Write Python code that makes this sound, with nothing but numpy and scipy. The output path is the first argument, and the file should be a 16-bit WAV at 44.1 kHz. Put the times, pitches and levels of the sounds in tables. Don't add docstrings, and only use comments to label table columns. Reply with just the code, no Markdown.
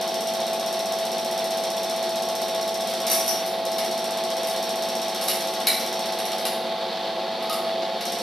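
import sys
import numpy as np
from scipy import signal
from scipy.fft import rfft, irfft, next_fast_len
from scipy.io import wavfile
from scipy.ndimage import uniform_filter1d

SR = 44100
rng = np.random.default_rng(int(sys.argv[2]) if len(sys.argv) > 2 else 0)


def materialize(psi):
    bounded = np.clip(np.atleast_2d(psi).T, -1, 1)
    quanta = np.round(bounded * 32767).astype(np.int16)
    wavfile.write(sys.argv[1], SR, quanta)


N = 362484

SLOTS, PULL_HZ = 15, 99.95
SWELL_HZ, SWELL_DIP_S, SWELL_WHINE_DB, SWELL_BEATS_DB = 1.75, 0.63, .8, 0.15
# multiple of the shaft rate, added multiple of the pull rate, level in dB.
MOTOR_TONES = [(22, -2, -54), (15, -1, -55), (22, -1, -55), (3, 0, -62), (5, 0, -51), (8, 0, -57),
               (12, 0, -56), (15, 0, -30), (16, 0, -42), (17, 0, -49), (18, 0, -57), (19, 0, -56),
               (6, 1, -48), (10, 1, -53), (14, 1, -46), (15, 1, -40), (11, 2, -55), (15, 2, -39),
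               (1, 3, -54), (8, 3, -47), (3, 1, -52), (0, 1, -80)]
# time in seconds, slot whine in Hz, then changes in dB of the whine,
# the order above it and the mains beats.
MOTOR_DRIFT = [(0, 659.8, 0.5, 3, -0.5), (1.4, 659.7, 1, -1, 0), (1.8, 659.4, .5, -1, 0),
               (4.6, 659.4, 0.5, 0, 0.5), (5.1, 659.5, -2, -13, 0.5), (5.75, 659.9, -3.5, -11, 0.5),
               (6.4, 660, -2.5, -3, 1.5), (7.4, 660, -3, -10, 0), (7.7, 659.8, 1.5, -2, 0.5),
               (7.97, 659.8, -3, 0, 2.5), (8.03, 643, -18, 8, -4), (8.22, 644.5, -18, 8, -1.5)]
# multiple of the frame rate, level in dB.
CAM_HARMONICS = [(5, -79), (7, -74), (8, -74), (11, -59), (12, -54), (13, -51), (15, -54), (16, -58),
                 (18, -60), (24, -53), (28, -55), (29, -53), (31, -50), (32, -53), (34, -51), (35, -50),
                 (36, -56), (40, -59), (46, -59), (50, -58), (70, -60)]
# frequency in Hz, relative level in dB.
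HISS_SHAPE = [(60, -47.5), (110, -45), (200, -22), (500, -15.5), (700, -13), (950, -18.5), (1300, -24.5),
              (2800, -25.5), (3300, -22.5), (4500, -22.5), (4950, -27.5), (5600, -32), (7000, -45),
              (12000, -45.5), (13600, -53), (14200, -60)]
# frequency in Hz, width in Hz, gain in dB.
PANEL_MODES = [(343, 30, -3), (530, 20, 0), (1099, 13.4, 4.5), (2030, 23, -6), (3200, 57, -4.5),
               (3494, 96, -5), (3725, 140, -2.5), (4160, 78, -3), (4410, 110, -4)]
# time in seconds, gain of the upper hiss in dB.
GEAR_LOAD = [(0, 0), (3, 0.5), (5, 1.5), (8.22, 1)]

FRAME_S, FIRST_TICK_S = .065007, .0122
TICKS_STOP_S, TICKS_RESUME_S = 6.4, [8.0540, 8.1206, 8.1872]
# time in seconds, strength of the blow in dB.
CLAW_GRIP = [(0, -12.5), (3.03, -13), (3.05, -5), (3.62, -27), (3.64, -13.5), (5, -12.5), (6.4, -14),
             (8.05, -11), (8.22, -14.5)]
# frequency in Hz, width in Hz, gain in dB.
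CLAW_MODES = [(2020, 3300, -6.5), (3750, 730, -6), (5570, 970, 10.5), (8640, 1870, 1), (11550, 2420, 1)]
# delay in seconds, frequency in Hz, width in Hz, gain in dB.
LATER_CONTACTS = [(.0071, 3800, 1500, 3.5), (0.011, 5535, 500, 11.5), (0.036, 5600, 750, -14),
                  (.0393, 3780, 1500, -13)]

# start in seconds, crack in dB, blow on the machine in dB, part struck.
SNAPS = [(2.8962, -16, -17, "housing"), (3.0699, -12.5, -8.5, "housing"), (3.0983, -5, 2, "guide"),
         (3.1149, -0.5, 5.5, "guide"), (3.1487, -8, -3, "guide"), (3.177, -22, -8, "guide"),
         (3.2772, -5, 7, "gate"), (3.462, -14.5, -13, "housing"), (3.7832, -14, -6.5, "housing"),
         (4.47, -13, -12.5, "housing"), (5.217, -13, -15, "housing"), (5.2378, -12, -19, "housing"),
         (5.2822, -3, -5, "housing"), (5.301, -10, -5.5, "housing"), (5.669, 1.5, 8, "lid"),
         (6.187, -15, -11, "housing"), (6.2516, -13, -11, "housing"), (6.385, -19, -18, "housing"),
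         (6.452, -7.5, -3, "housing"), (7.424, -23, -10, "base"), (7.4953, -15, -1.5, "base"),
         (7.5274, -12.5, -2.5, "base"), (7.82, -36, -12, "housing"), (8.008, -19, -10, "housing")]
CRACK_SHARE_DB = (0.5, -2)
BLOW_SHARE_DB = {"guide": (-3, -9, -8, -11, -11.5, -40), "gate": (-5, -1, -25, -18, -29, -45),
                 "housing": (-11, -9, 1.5, -2, -5, -30), "base": (-23, -24, -6, -9, 1, -40),
                 "lid": (-30, -16, -4, -8, -18, 3)}
# frequency in Hz, width in Hz, gain in dB.
PART_MODES = [
    [(11100, 1660, 6), (12500, 1830, -7), (14300, 3100, -6)],
    [(8350, 3400, -2), (9770, 820, 5.5)],
    [(5930, 66, 16)],
    [(5500, 29, 18), (5260, 740, 1)],
    [(3820, 870, 3), (5060, 1600, 1)],
    [(2320, 670, 5.5), (1696, 1470, -4), (2830, 640, 4.5)],
    [(1116, 92, 1), (1255, 110, 8)],
    [(2276, 150, 1.5), (3860, 110, 8), (4050, 100, 7.5), (4320, 120, 1.5)],
]
REACH_S = (.0012, .0016, .002, .0023, .001, .0019, .0014, .001)

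# delay in seconds, gain in dB.
ECHOES = [(.0008, 0.5), (.003, -1), (.007, -8), (0.0117, -7), (.0146, -2), (.018, -14), (.023, -26),
          (.032, -5)]
TAIL_DB, TAIL_T60 = -24.5, [(1000, 0.99), (4000, 0.46), (8000, 0.61), (14000, 0.5)]
CLAW_TAIL_DB = -2
# frequency in Hz, gain of the side signal in dB.
SIDE_GAIN = [(60, -7), (110, -10), (200, -20.5), (380, -19.5), (700, -15.5), (1290, -15), (2380, -10),
             (4400, -13), (8120, 3.5), (15000, -13)]
# time in seconds, left minus right in dB.
BALANCE = [(0, -0.1), (8.22, -0.5)]
# frequency in Hz, gain in dB.
MIC_RESPONSE = [(11500, 0.5), (13500, 7), (14300, -4), (15000, -25), (15300, -30)]


def undb(db):
    return 10 ** (np.asarray(db, float) / 20)


def along(points, hz):
    f, v = np.transpose(points)
    return np.interp(np.log(hz + 1), np.log(f + 1), v)


def colour(x, points):
    size = next_fast_len(N)
    gain = undb(along(points, np.fft.rfftfreq(size, 1 / SR)))
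    return irfft(rfft(x, size) * gain, size)[..., :N]


def ring(x, modes, order=1):
    out = 0
    for k, (hz, width, db) in enumerate(modes):
        section = np.r_[signal.iirpeak(hz, hz / width, SR)]
        out = out + (-1) ** k * undb(db) * signal.sosfilt(np.tile(section, (order, 1)), x)
    return out


def walk(rate):
    hold = int(SR / rate)
    steps = np.repeat(rng.standard_normal(N // hold + 1), hold)
    return 1.13 * uniform_filter1d(uniform_filter1d(steps, hold), hold)[:N]


def bursts(times, db, scraps, decay_s, rattle_db):
    out, t = np.zeros(N + SR), np.arange(scraps.shape[1]) / SR
    for s, gain, scrap in zip(times, undb(db), scraps):
        i = int(s * SR)
        out[i] += gain
        out[i:i + len(t)] += gain * undb(rattle_db) * scrap * np.exp(-t / decay_s)
    return out[:N]


def tone(turns, db):
    angle = 2 * np.pi * turns
    return np.sqrt(2) * undb(db) * np.array([np.sin(angle), rng.choice([-1, 1]) * np.cos(angle)])


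def motor(t):
    times, *columns = np.transpose(MOTOR_DRIFT)
    whine_hz, whine_db, above_db, beats_db = (np.interp(t, times, c) for c in columns)
    shaft_turns = np.cumsum(whine_hz) / SLOTS / SR
    swell = -np.cos(2 * np.pi * SWELL_HZ * (t - SWELL_DIP_S))
    order_db = {SLOTS: whine_db + SWELL_WHINE_DB * swell, SLOTS + 1: above_db}
    phase = rng.random(32)
    out = 0
    for order, beats, db in MOTOR_TONES:
        change_db = beats_db + SWELL_BEATS_DB * swell if beats else order_db.get(order, 0)
        turns = phase[order] + order * shaft_turns + beats * PULL_HZ * t
        out = out + tone(turns, db + change_db + 0.27 * walk(8.2))
    return out


def cam(t):
    return sum(tone(rng.random() + k * t / FRAME_S, db + 0.68 * walk(5.3)) for k, db in CAM_HARMONICS)


def fan_and_gears(t, clatter_share=0.085, throb_hz=7.95, hiss_db=-32):
    one_frame = rng.standard_normal((2, int(FRAME_S * SR) + 1))
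    clatter = one_frame[:, (t % FRAME_S * SR).astype(int)]
    noise = np.sqrt(1 - clatter_share) * rng.standard_normal((2, N)) + np.sqrt(clatter_share) * clatter
    throb_db = .5 * np.sin(2 * np.pi * throb_hz * t)
    load_db = np.interp(t, *np.transpose(GEAR_LOAD))
    grit = undb(1.02 * walk(400) + 0.53 * walk(11) + throb_db + load_db)
    bass = signal.lfilter(*signal.butter(2, 1400, fs=SR), noise)
    panels = sum(ring(noise, [mode]) for mode in PANEL_MODES)
    hiss = colour(bass + (panels + noise - bass) * grit, HISS_SHAPE)
    return hiss * undb(hiss_db) / np.sqrt(np.mean(hiss ** 2))


def claw():
    times = np.r_[np.arange(FIRST_TICK_S, TICKS_STOP_S, FRAME_S), TICKS_RESUME_S]
    contacts = [(0, *mode) for mode in CLAW_MODES] + LATER_CONTACTS
    scraps = rng.standard_normal((len(times), 4000))
    scatter = rng.standard_normal((len(times), len(contacts) + 1)).T
    stroke_db = np.interp(times, *np.transpose(CLAW_GRIP)) + .5 * scatter[0]
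    out = 0
    for k, (delay, *mode) in enumerate(contacts):
        hits = bursts(times + delay, stroke_db + .6 * scatter[k + 1], scraps, decay_s=.012, rattle_db=-40)
        out = out + (-1) ** k * ring(hits, [mode], order=2)
    return out


def film_snaps():
    times = np.array([row[0] for row in SNAPS])
    part_db = np.transpose([np.r_[np.add(crack, CRACK_SHARE_DB), np.add(blow, BLOW_SHARE_DB[part])]
                            for _, crack, blow, part in SNAPS])
    scraps = rng.standard_normal((len(times), 4000))
    return sum(ring(bursts(times + reach, db, scraps, decay_s=.0043, rattle_db=-24.5), modes, order=2)
               for db, reach, modes in zip(part_db, REACH_S, PART_MODES))


def room(ticks, snaps, tail_count=5):
    t = np.arange(SR // 2) / SR
    near = np.zeros((2, SR // 20))
    near[0, 1] = 1
    near[1, [0, 2]] = .6, -.6
    for delay, db in ECHOES:
        near[:, int(delay * SR)] += undb(db) * rng.choice([-1, 1], 2)
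    early = signal.fftconvolve((ticks + snaps)[None], near, axes=1)
    tails = np.zeros((tail_count, 2, len(t)))
    for hz in 700 * 2 ** np.arange(0, 4.6, .5):
        band = ring(rng.standard_normal(tails.shape), [(hz, hz / 3, 0)])
        tails += band * np.exp(-np.log(1000) * t / along(TAIL_T60, hz))
    tails *= undb(TAIL_DB) * np.minimum(t / 0.0067, 1)
    blend = np.array([walk(25) for _ in range(tail_count)])
    blend[0] += 1.5
    blend /= np.sqrt(np.sum(blend ** 2, axis=0))
    radiated = (undb(CLAW_TAIL_DB) * ticks + snaps) * blend
    late = signal.fftconvolve(radiated[:, None], tails, axes=2).sum(axis=0)
    return early[:, :N] + late[:, :N]


def scene():
    t = np.arange(N) / SR
    mid, side = motor(t) + cam(t) + fan_and_gears(t) + room(claw(), film_snaps())
    side = colour(side, SIDE_GAIN)
    pan_db = np.interp(t, *np.transpose(BALANCE))
    return np.array([(mid + side) * undb(pan_db / 2), (mid - side) * undb(-pan_db / 2)])


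def record(dry):
    lag, depth, feedback = 147, 0.94, 0.73
    gap = np.zeros(lag - 1)
    notched = signal.lfilter(np.r_[1, gap, -depth], np.r_[1, gap, -feedback], dry)
    notched *= (1 + feedback) / (1 + depth)
    top_cut = signal.ellip(10, .2, 70, 15600, fs=SR, output="sos")
    return signal.sosfilt(top_cut, colour(notched, MIC_RESPONSE))


dry = scene()
out = record(dry)
materialize(out)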